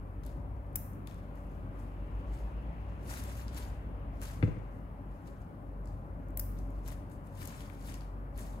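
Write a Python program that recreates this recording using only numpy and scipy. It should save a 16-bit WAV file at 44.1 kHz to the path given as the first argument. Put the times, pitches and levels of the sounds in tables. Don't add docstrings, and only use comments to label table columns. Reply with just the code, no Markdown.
import sys
import numpy as np
from scipy import signal
from scipy.io import wavfile
from scipy.ndimage import uniform_filter1d

SR = 44100
rng = np.random.default_rng(int(sys.argv[2]) if len(sys.argv) > 2 else 0)


def unload_audio(sound):
    columns = np.transpose(np.atleast_2d(sound))
    steps = np.round(np.clip(columns, -1, 1) * 32767)
    wavfile.write(sys.argv[1], SR, steps.astype(np.int16))


N = 379260

# frequency in Hz, relative density in dB.
STREET_COLOUR = [(36, -32), (46, 1), (65, -2.5), (190, -8.5), (430, -20), (1150, -26.5), (1450, -32.5),
                 (2900, -49), (3700, -58), (6700, -64), (9800, -58), (10400, -54), (12200, -58),
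                 (16000, -56)]
# centre in Hz, width in Hz, height in dB.
STREET_HUMPS = [(71.6, 7.7, 3), (127.5, 2.9, 9), (150.4, 7.5, 2), (190, 7.2, 3), (277.2, 24.4, 8),
                (571, 45, 6.5), (807, 17, 5), (1011, 15, 4), (11450, 90, 12)]
# time in seconds, change of rumble in dB, of tyre roar in dB, of tyre hiss in dB.
TRAFFIC_SWELLS = [(0, 0, 3, 1.5), (.8, -0.5, 4, 1), (1.3, 0, 4, 5), (1.8, -0.5, 5, 5), (2.3, 0, 6, 8.5),
                  (2.7, 1, 5.5, 9), (3.1, 1, 5, 9), (3.8, -1, 6, 6), (4.6, 0.5, 5, 3), (5.1, -1.5, 4, 1.5),
                  (5.7, 0, 2, 1), (6.3, 1.5, 4, -1), (7, 0.5, 2.5, 3.5), (7.8, -2, 4.5, 0),
                  (8.6, 0, 4.5, 0)]
# frequency in Hz, likeness from 0 to 1.
STREET_LIKENESS = [(60, 0.97), (130, 0.94), (290, 0.77), (640, 0.62), (1400, 0.45), (3000, 0.035),
                   (8000, 0.067), (15000, 0.26)]
# frequency in Hz, lead of the left in radians.
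STREET_LEFT_LEAD = [(60, .05), (600, 0.32), (1300, 3.07), (2800, 6), (16000, 28.4)]
# frequency in Hz, left over right in dB.
STREET_BALANCE = [(60, 2.5), (180, 2.5), (550, 3.5), (1650, 3.5), (4970, 6), (15000, 3.5)]
STREET_DB = -45.5

# time in seconds, tone rms in dB, octave rms in dB.
HUM_LEVELS = [(0, -44.5, -47), (.3, -45.5, -51), (1, -51, -48), (1.3, -46.5, -57), (2.15, -41.5, -47),
              (2.45, -42, -62), (2.8, -49, -47.5), (3.3, -53, -54), (3.7, -43.5, -49.5), (4.3, -43, -49.5),
              (5.1, -48, -61.5), (5.55, -54, -55), (5.8, -40.5, -60), (6.05, -47.5, -52),
              (6.45, -38.5, -46.5), (6.9, -41.5, -54), (7.1, -50.5, -52), (7.35, -55.5, -52.5),
              (7.95, -42.5, -55.5), (8.6, -44, -51.5)]
HUM_HZ = 47.75

# start in seconds, length in seconds, start pitch in Hz, climb in Hz per s,
# starting rms before the fade-in in dB, decline in dB per s.
ENGINE_RUNS = [(.1, .75, 57.6, 6.5, -44, 1), (1.955, 2.4, 53.58, 3.9, -39.5, 3.2)]
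ENGINE_FADE_S = 0.16

# frequency in Hz, time to fall 60 dB in seconds.
ROOM_T60 = [(100, 0.37), (500, 0.69), (2000, 0.94), (5300, 0.51), (10000, 0.51), (15000, 0.4)]

# frequency in Hz, level in dB, time to fall 60 dB in seconds,
# arrival after the blow in seconds, rise time constant in seconds.
FLOOR_MODES = [(85, -20.5, 0.085, .0102, 0.0018), (107.6, -16, 0.18, 0.00195, 0.0071),
               (141, -25, 0.088, 0.0047, .004), (184.4, -16, 0.063, 0.0074, 0.0056),
               (225, -27.5, 0.14, 0.0023, .002), (275, -20, 0.066, 0.0022, 0.0009),
               (350, -30, 0.075, 0.0011, 0.00088), (402, -32, 0.099, 0.00065, 0.0017),
               (484, -29.5, 0.083, 0.00238, 0.00052), (736, -46, 0.079, 0.00092, .001)]
# time in seconds, gain of the modes in dB, peak of the crack in dB.
FLOOR_BLOWS = [(4.426, -1, -32), (4.434, -30, -43), (4.4757, -10.5, -57), (4.567, -18.5, -54)]

# time in seconds, fibre level in dB, stem pitch in Hz,
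# stem peak in dB, left over right in dB, length of the tear in seconds.
STEM_SNAPS = [(0.235, -59, 3360, -58, 11, 0.0022), (0.251, -61, 6500, -64, 9, 0.003),
              (0.264, -49, 6720, -64, 7, 0.0022), (0.6673, -77, 3360, -72, 7, 0.002),
              (0.7303, -63, 7900, -76, 6, 0.001), (0.7568, -24.5, 7410, -33.5, 2.5, 0.0062),
              (0.9334, -69, 7920, -53, 3, 0.002), (1.0728, -55.5, 3200, -51, 19, 0.0025),
              (1.1114, -67, 2070, -55, 15, 0.0022), (1.1438, -63, 5080, -66, 14, 0.002),
              (1.3555, -66, 2660, -71, 15, 0.0019), (1.7905, -75, 3830, -68, 7, 0.003),
              (3.1725, -52, 1720, -59, 9, 0.0021), (3.1843, -58, 5130, -48, 4, 0.002),
              (3.2385, -42, 6000, -43, 4, 0.0016), (3.481, -61, 3760, -48, 13, 0.0022),
              (3.5462, -58, 7640, -46, 12, 0.002), (3.6505, -65, 3530, -53, 12, 0.002),
              (4.216, -47.5, 1880, -50, 15, 0.0021), (5.262, -73, 7894, -70, 8, 0.002),
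              (5.2738, -73, 5770, -56, 12, 0.0025), (5.288, -69, 7010, -70, 6, 0.0026),
              (5.8571, -73, 6970, -59, 15, 0.0028), (5.873, -75, 5700, -58.5, 18, 0.004),
              (5.884, -75, 5513, -66, 8, 0.004), (6.2852, -62, 7920, -71, 5, 0.0016),
              (6.3055, -64, 1700, -66, 7, 0.002), (6.373, -27, 8400, -33.5, 8, 0.0035),
              (6.395, -27.5, 6600, -37.5, 3, 0.006), (6.5878, -79, 5900, -56.5, 15, 0.0028),
              (6.705, -62, 1727, -68, 6, 0.0026), (6.8616, -58, 2760, -58, 11, 0.0024),
              (6.877, -46, 7100, -53, 11, 0.0026), (6.884, -47, 9000, -56, 10, 0.002),
              (7.0993, -66, 2400, -71, 16, 0.002), (7.251, -72, 2070, -67, 12, 0.0024),
              (7.428, -52, 1720, -49, 15, 0.002), (7.453, -46, 7400, -59, 10, 0.0049),
              (7.4573, -45, 7090, -46, 8, 0.0017), (7.4743, -40, 7080, -47, 4, 0.0026),
              (7.6059, -64, 3450, -51, 15, 0.0023), (7.699, -70, 1870, -51.5, 23, 0.0019),
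              (7.7046, -72, 2000, -57, 10, 0.0024), (7.922, -56, 2150, -50, 14, 0.0022),
              (7.9414, -52, 2760, -52, 16, 0.002), (7.954, -61, 6230, -47, 2, 0.0023),
              (8.0086, -67, 3936, -52, 13, 0.0021), (8.3774, -48, 6800, -58, 14, 0.0013)]
# frequency in Hz, relative density in dB.
BREAK_COLOUR = [(1000, -26), (2000, -20), (3800, -33), (5000, -32), (7340, -26), (9320, -15), (10600, -11),
                (11700, -9), (13700, -2.5), (16000, -8.5)]
# frequency in Hz, relative density in dB.
TICK_COLOUR = [(1500, -34), (4000, -14), (7000, -4), (10000, -4), (13000, 1), (16000, -12.5)]
STEM_BREAK_DB = -35
BOUNCE_S, BOUNCE_DB = 0.015, -26

# peak time in seconds, peak level in dB, rise in seconds,
# fade in seconds, brightness in dB, left over right in dB.
HAND_STROKES = [(.238, -66, .008, .06, -6, 6), (.266, -66, .04, 0.18, -2, 7),
                (1.072, -65, .01, 0.28, -0.5, 3.5), (1.36, -81.5, 0.11, 0.81, 6.5, 3),
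                (1.56, -80, 0.22, 0.16, 3, 7), (1.8, -76.5, .15, 0.38, 4, 7),
                (2.2, -78.5, 0.75, 0.24, -2, 2), (2.34, -67, 0.12, 0.37, 1.5, 1),
                (2.9, -79.5, 1.7, 1.1, -16, 3), (3.11, -52, 0.12, 0.38, 1.5, 4),
                (3.19, -60, 0.079, 0.22, 6, -2), (3.3, -56.5, 0.1, 0.14, 0, 1),
                (3.39, -61, 0.17, 0.16, 5, 3), (3.49, -62, 0.058, .06, -15, -2),
                (3.575, -52, 0.11, 0.2, -1, 4), (4.15, -75.5, .05, .8, -2, 6),
                (4.224, -54.5, 0.029, 0.27, 3, 3), (4.3, -63.5, .1, .2, -3, 2),
                (4.44, -65.5, .05, 0.28, -6, 0), (4.764, -84, .3, 0.18, 8.5, 3),
                (5.12, -80, .08, 1.1, 0, 3), (5.277, -68, 0.054, 0.099, 0, 5.5),
                (5.419, -78, .1, 0.075, 4.5, 3.5), (5.865, -72.5, 0.061, .25, -1, 1),
                (6.585, -74, 0.21, .15, 5, 3), (6.75, -80.5, 0.98, .9, 3.5, 3),
                (6.882, -55, 0.063, .08, -0.5, 5), (6.915, -60.5, 0.043, 0.061, 4.5, 6),
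                (7.12, -76, 0.045, 0.12, 12, 5), (7.27, -80.5, 0.091, 0.11, 13, 4),
                (7.42, -55.5, 0.13, 0.11, 2.5, 4.5), (7.485, -57.5, 0.11, .4, -2, 3.5),
                (7.6, -61.5, .2, 0.31, 2, 4), (7.74, -69, .15, 0.071, 2, 4), (7.9, -59, 0.22, 0.21, 5, 4.5),
                (7.95, -59, 0.11, .07, -7, 3), (8.01, -65, .02, 0.078, -3, 2),
                (8.391, -56.5, 0.053, 0.22, 3, 3.5), (8.52, -69, 0.14, 0.25, 1, 4)]
STROKE_SWING_DB = 30
SETTLING_DB = -89.5
# frequency in Hz, relative density in dB.
LEAF_COLOUR = [(500, -14), (1000, -7.5), (1600, -8), (2500, -13), (4000, -14.5), (6000, -14.5), (9000, -15),
               (12000, -17), (14000, -17), (16000, -25)]
HEAP_GAPS_S = [0.00017, .00026, .00042]

MIC_GAP_S = 0.00025
SHADE_DB = -14.5
EDGE_HZ = 15800


def amp(db):
    return 10 ** (np.asarray(db) / 20)


def evened(x):
    return x / np.sqrt(np.mean(x ** 2) + 1e-20)


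def read(points, hz):
    f, value = np.transpose(points)
    return np.interp(np.log(hz + 1), np.log(f + 1), value)


def follow(rows, t):
    s, *columns = np.transpose(rows)
    return [np.interp(t, s, c) for c in columns]


def colour(x, points):
    db = np.maximum(read(points, abs(np.fft.fftfreq(4096, 1 / SR))), -100)
    phase = -signal.hilbert(db * np.log(10) / 20).imag
    kernel = np.fft.ifft(amp(db) * np.exp(1j * phase)).real[:2048]
    return signal.oaconvolve(x, kernel[None] / np.linalg.norm(kernel), axes=1)[:, :N]


def band(x, low_hz, high_hz):
    return signal.sosfilt(signal.butter(2, [low_hz, high_hz], "bandpass", fs=SR, output="sos"), x)


def tilt(x, bright_db, split_hz):
    low = signal.sosfilt(signal.butter(2, split_hz, fs=SR, output="sos"), x)
    return low + amp(bright_db) * (x - low)


def placed(x, pan_db, gap_s=MIC_GAP_S):
    late = np.concatenate([np.zeros(round(gap_s * SR)), x])[:len(x)]
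    return np.array([x * amp(pan_db / 2), late * amp(-pan_db / 2)])


def street():
    frames, hz = N // 1024 + 5, np.fft.rfftfreq(4096, 1 / SR)
    a, b, c, d, patches = rng.standard_normal((frames, 2049, 5)).T
    patches = evened(uniform_filter1d(uniform_filter1d(patches, size=30, axis=0), size=4, axis=1))

    rumble_db, roar_db, hiss_db = follow(TRAFFIC_SWELLS, np.arange(frames) * 1024 / SR)
    rumble = 1 / (1 + (hz / 700) ** 2)[:, None]
    roar = np.exp(-.5 * (np.log((hz + 1) / 1500) / 0.9) ** 2)[:, None]
    hiss = np.exp(-.5 * (np.log((hz + 1) / 3100) / 0.31) ** 2)[:, None]
    traffic_db = rumble * rumble_db + roar * roar_db + hiss * hiss_db
    humps_db = sum(db / (1 + (2 * (hz - f) / width) ** 2) for f, width, db in STREET_HUMPS)
    field_db = (read(STREET_COLOUR, hz) + humps_db)[:, None] + traffic_db + 1.13 * patches

    same = np.clip(read(STREET_LIKENESS, hz), 0, 1)[:, None]
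    lag = np.exp(-1j * read(STREET_LEFT_LEAD, hz))[:, None]
    left = a + 1j * b
    right = (same * left + np.sqrt(1 - same ** 2) * (c + 1j * d)) * lag
    lean = amp(read(STREET_BALANCE, hz) / 2)[:, None]
    z = np.array([left * lean, right / lean]) * amp(field_db)
    noise = signal.istft(z, nperseg=4096, noverlap=3072)[1][:, :N]
    return amp(STREET_DB) * evened(noise)


def hum():
    t = np.arange(N) / SR
    db, octave_db = follow(HUM_LEVELS, t)
    turn = 2 * np.pi * HUM_HZ * t
    return np.sqrt(2) * (amp(db) * np.sin(turn) + amp(octave_db) * np.sin(2 * turn + 1))


def engines():
    out = np.zeros(N)
    for start_s, length_s, start_hz, climb_hz_per_s, db, decline_db_per_s in ENGINE_RUNS:
        u = np.arange(N) / SR - start_s
        fade = np.clip(np.minimum(u, length_s - u) / ENGINE_FADE_S, 0, 1)
        tone = np.sin(2 * np.pi * (start_hz * u + climb_hz_per_s * u ** 2 / 2))
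        out += np.sqrt(2) * fade * amp(db - decline_db_per_s * u) * tone
    return out


def room(x):
    taps = np.zeros((2, SR))
    slots = np.arange(260, SR - 20, 20)
    at = slots + rng.integers(0, 20, (2, len(slots)))
    np.put_along_axis(taps, at, rng.choice([-1., 1.], at.shape), 1)
    hz, t, z = signal.stft(taps, SR, nperseg=512)
    decay = amp(-60 * t / read(ROOM_T60, hz)[:, None])
    tail = signal.istft(z * decay, SR, nperseg=512)[1]
    return signal.fftconvolve(x, tail / np.linalg.norm(tail[0]), axes=1)[:, :N]


def thud():
    out, grit = np.zeros((2, N)), rng.standard_normal(N)
    for blow_s, body_db, crack_db in FLOOR_BLOWS:
        t = np.arange(N) / SR - blow_s
        burst = grit * (t > 0) * np.exp(-abs(t) / 0.0047)
        crack = band(band(burst, 820, 2760), 820, 2760)
        out += placed(amp(crack_db) * crack / abs(crack).max(), 15.2)
        for hz, db, t60_s, after_s, rise_s in FLOOR_MODES:
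            u = np.maximum(t - after_s, 0)
            envelope = amp(body_db + db - 60 * u / t60_s) * (1 - np.exp(-u / rise_s))
            out += placed(envelope * np.sin(2 * np.pi * hz * u), 1.3 * np.log2(hz / 45))
    return out


def snaps():
    t = np.arange(900) / SR
    bright, cracks = np.zeros((2, 2, N + 900)), np.zeros((2, 2, N + 900))
    dull = np.zeros((2, N + 900))
    fibres = rng.standard_normal((len(STEM_SNAPS), 4, 900))
    for (s, db, hz, stem_db, pan_db, tear_s), noise in zip(STEM_SNAPS, fibres):
        start, kind = round(s * SR), int(db > STEM_BREAK_DB)
        now = slice(start, start + len(t))
        shape = np.exp(-(t / max(tear_s, 2e-4)) ** 3) * (0.84 + 0.1 * np.exp(-t / 0.00083))
        scattered = noise[1:3] * amp([[pan_db / 2], [-pan_db / 2]]) * shape
        direct = placed(noise[0] * shape, pan_db)
        bright[kind, :, now] += amp(db) * (0.57 * direct + 0.77 * scattered)
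        tick = band(noise[3] * shape, hz / 1.26, hz * 1.47)
        dull[:, now] += amp(stem_db) * placed(tick / abs(tick).max(), pan_db)
        cracks[kind, :, start] += amp(db) * np.linalg.norm(shape)
    near, far = (colour(x[0], TICK_COLOUR) + colour(x[1], BREAK_COLOUR) + dull[:, :N]
                 for x in (bright, cracks))
    return near, far


def hand():
    t = np.arange(0, N + 32, 32) / SR
    peak_s, db, rise_s, fade_s, bright_db, pan_db = np.transpose(HAND_STROKES)[:, :, None]
    away = np.where(t < peak_s, (peak_s - t) / abs(rise_s), (t - peak_s) / abs(fade_s))
    power = amp(db - STROKE_SWING_DB * np.minimum(away, 5)) ** 2
    total = power.sum(0) + amp(SETTLING_DB) ** 2
    bright = (power * bright_db).sum(0) / total
    pan = (power * pan_db).sum(0) / total
    rows = np.transpose([t, 10 * np.log10(total), bright, pan])
    return follow(rows, np.arange(N) / SR)


def patchy(x, patchy_db):
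    z = signal.stft(x, nperseg=256)[2]
    patches = rng.standard_normal(z.shape[1:])
    patches = uniform_filter1d(uniform_filter1d(patches, size=14, axis=0), size=6, axis=1)
    return signal.istft(z * amp(patchy_db * evened(patches)), nperseg=256)[1][:, :N]


def rustle():
    db, bright_db, pan_db = hand()
    clumps = evened(uniform_filter1d(rng.standard_normal(N), size=300))
    slips = rng.standard_normal((3, N)) * amp(1.6 * clumps)
    crackles, t = np.zeros((3, N)), np.arange(120) / SR
    for k, hz in enumerate(np.geomspace(1800, 15000, num=12)):
        sizes = amp(4.5 * np.minimum(rng.exponential(1, N), 3))
        sizes = sizes * (rng.random(N) < 30 / SR)
        ping = np.sin(2 * np.pi * hz * t) * np.exp(-t * hz / 1.5)
        crackles[k % 3] += signal.oaconvolve(sizes, ping)[:N]
    mixed = patchy(evened(slips) + 0.27 * evened(crackles), patchy_db=2.0)
    grain = tilt(colour(evened(mixed), LEAF_COLOUR), bright_db, 9500) * amp(db)
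    return 0.9 * sum(placed(part, pan_db, gap_s) for part, gap_s in zip(grain, HEAP_GAPS_S))


def scene():
    leaves, (stems, cracks), blow = rustle(), snaps(), thud()
    bounce = amp(BOUNCE_DB) * np.roll(stems, round(BOUNCE_S * SR), axis=1)
    near = leaves + stems + bounce
    near = np.array([near[0], tilt(near[1], SHADE_DB, 11400)])
    tones = placed(hum() + engines(), 0.9, gap_s=.0005)
    echoes = room(amp(-8.5) * leaves + amp(-8.0) * tilt(cracks, -1.5, 9800) + amp(-10) * blow)
    return near + blow + echoes + street() + tones


def record(dry):
    kernel = signal.firwin(1023, EDGE_HZ, window=("kaiser", 9), fs=SR)
    return signal.oaconvolve(dry, kernel[None], "same")


dry = scene()
out = record(dry)
unload_audio(out)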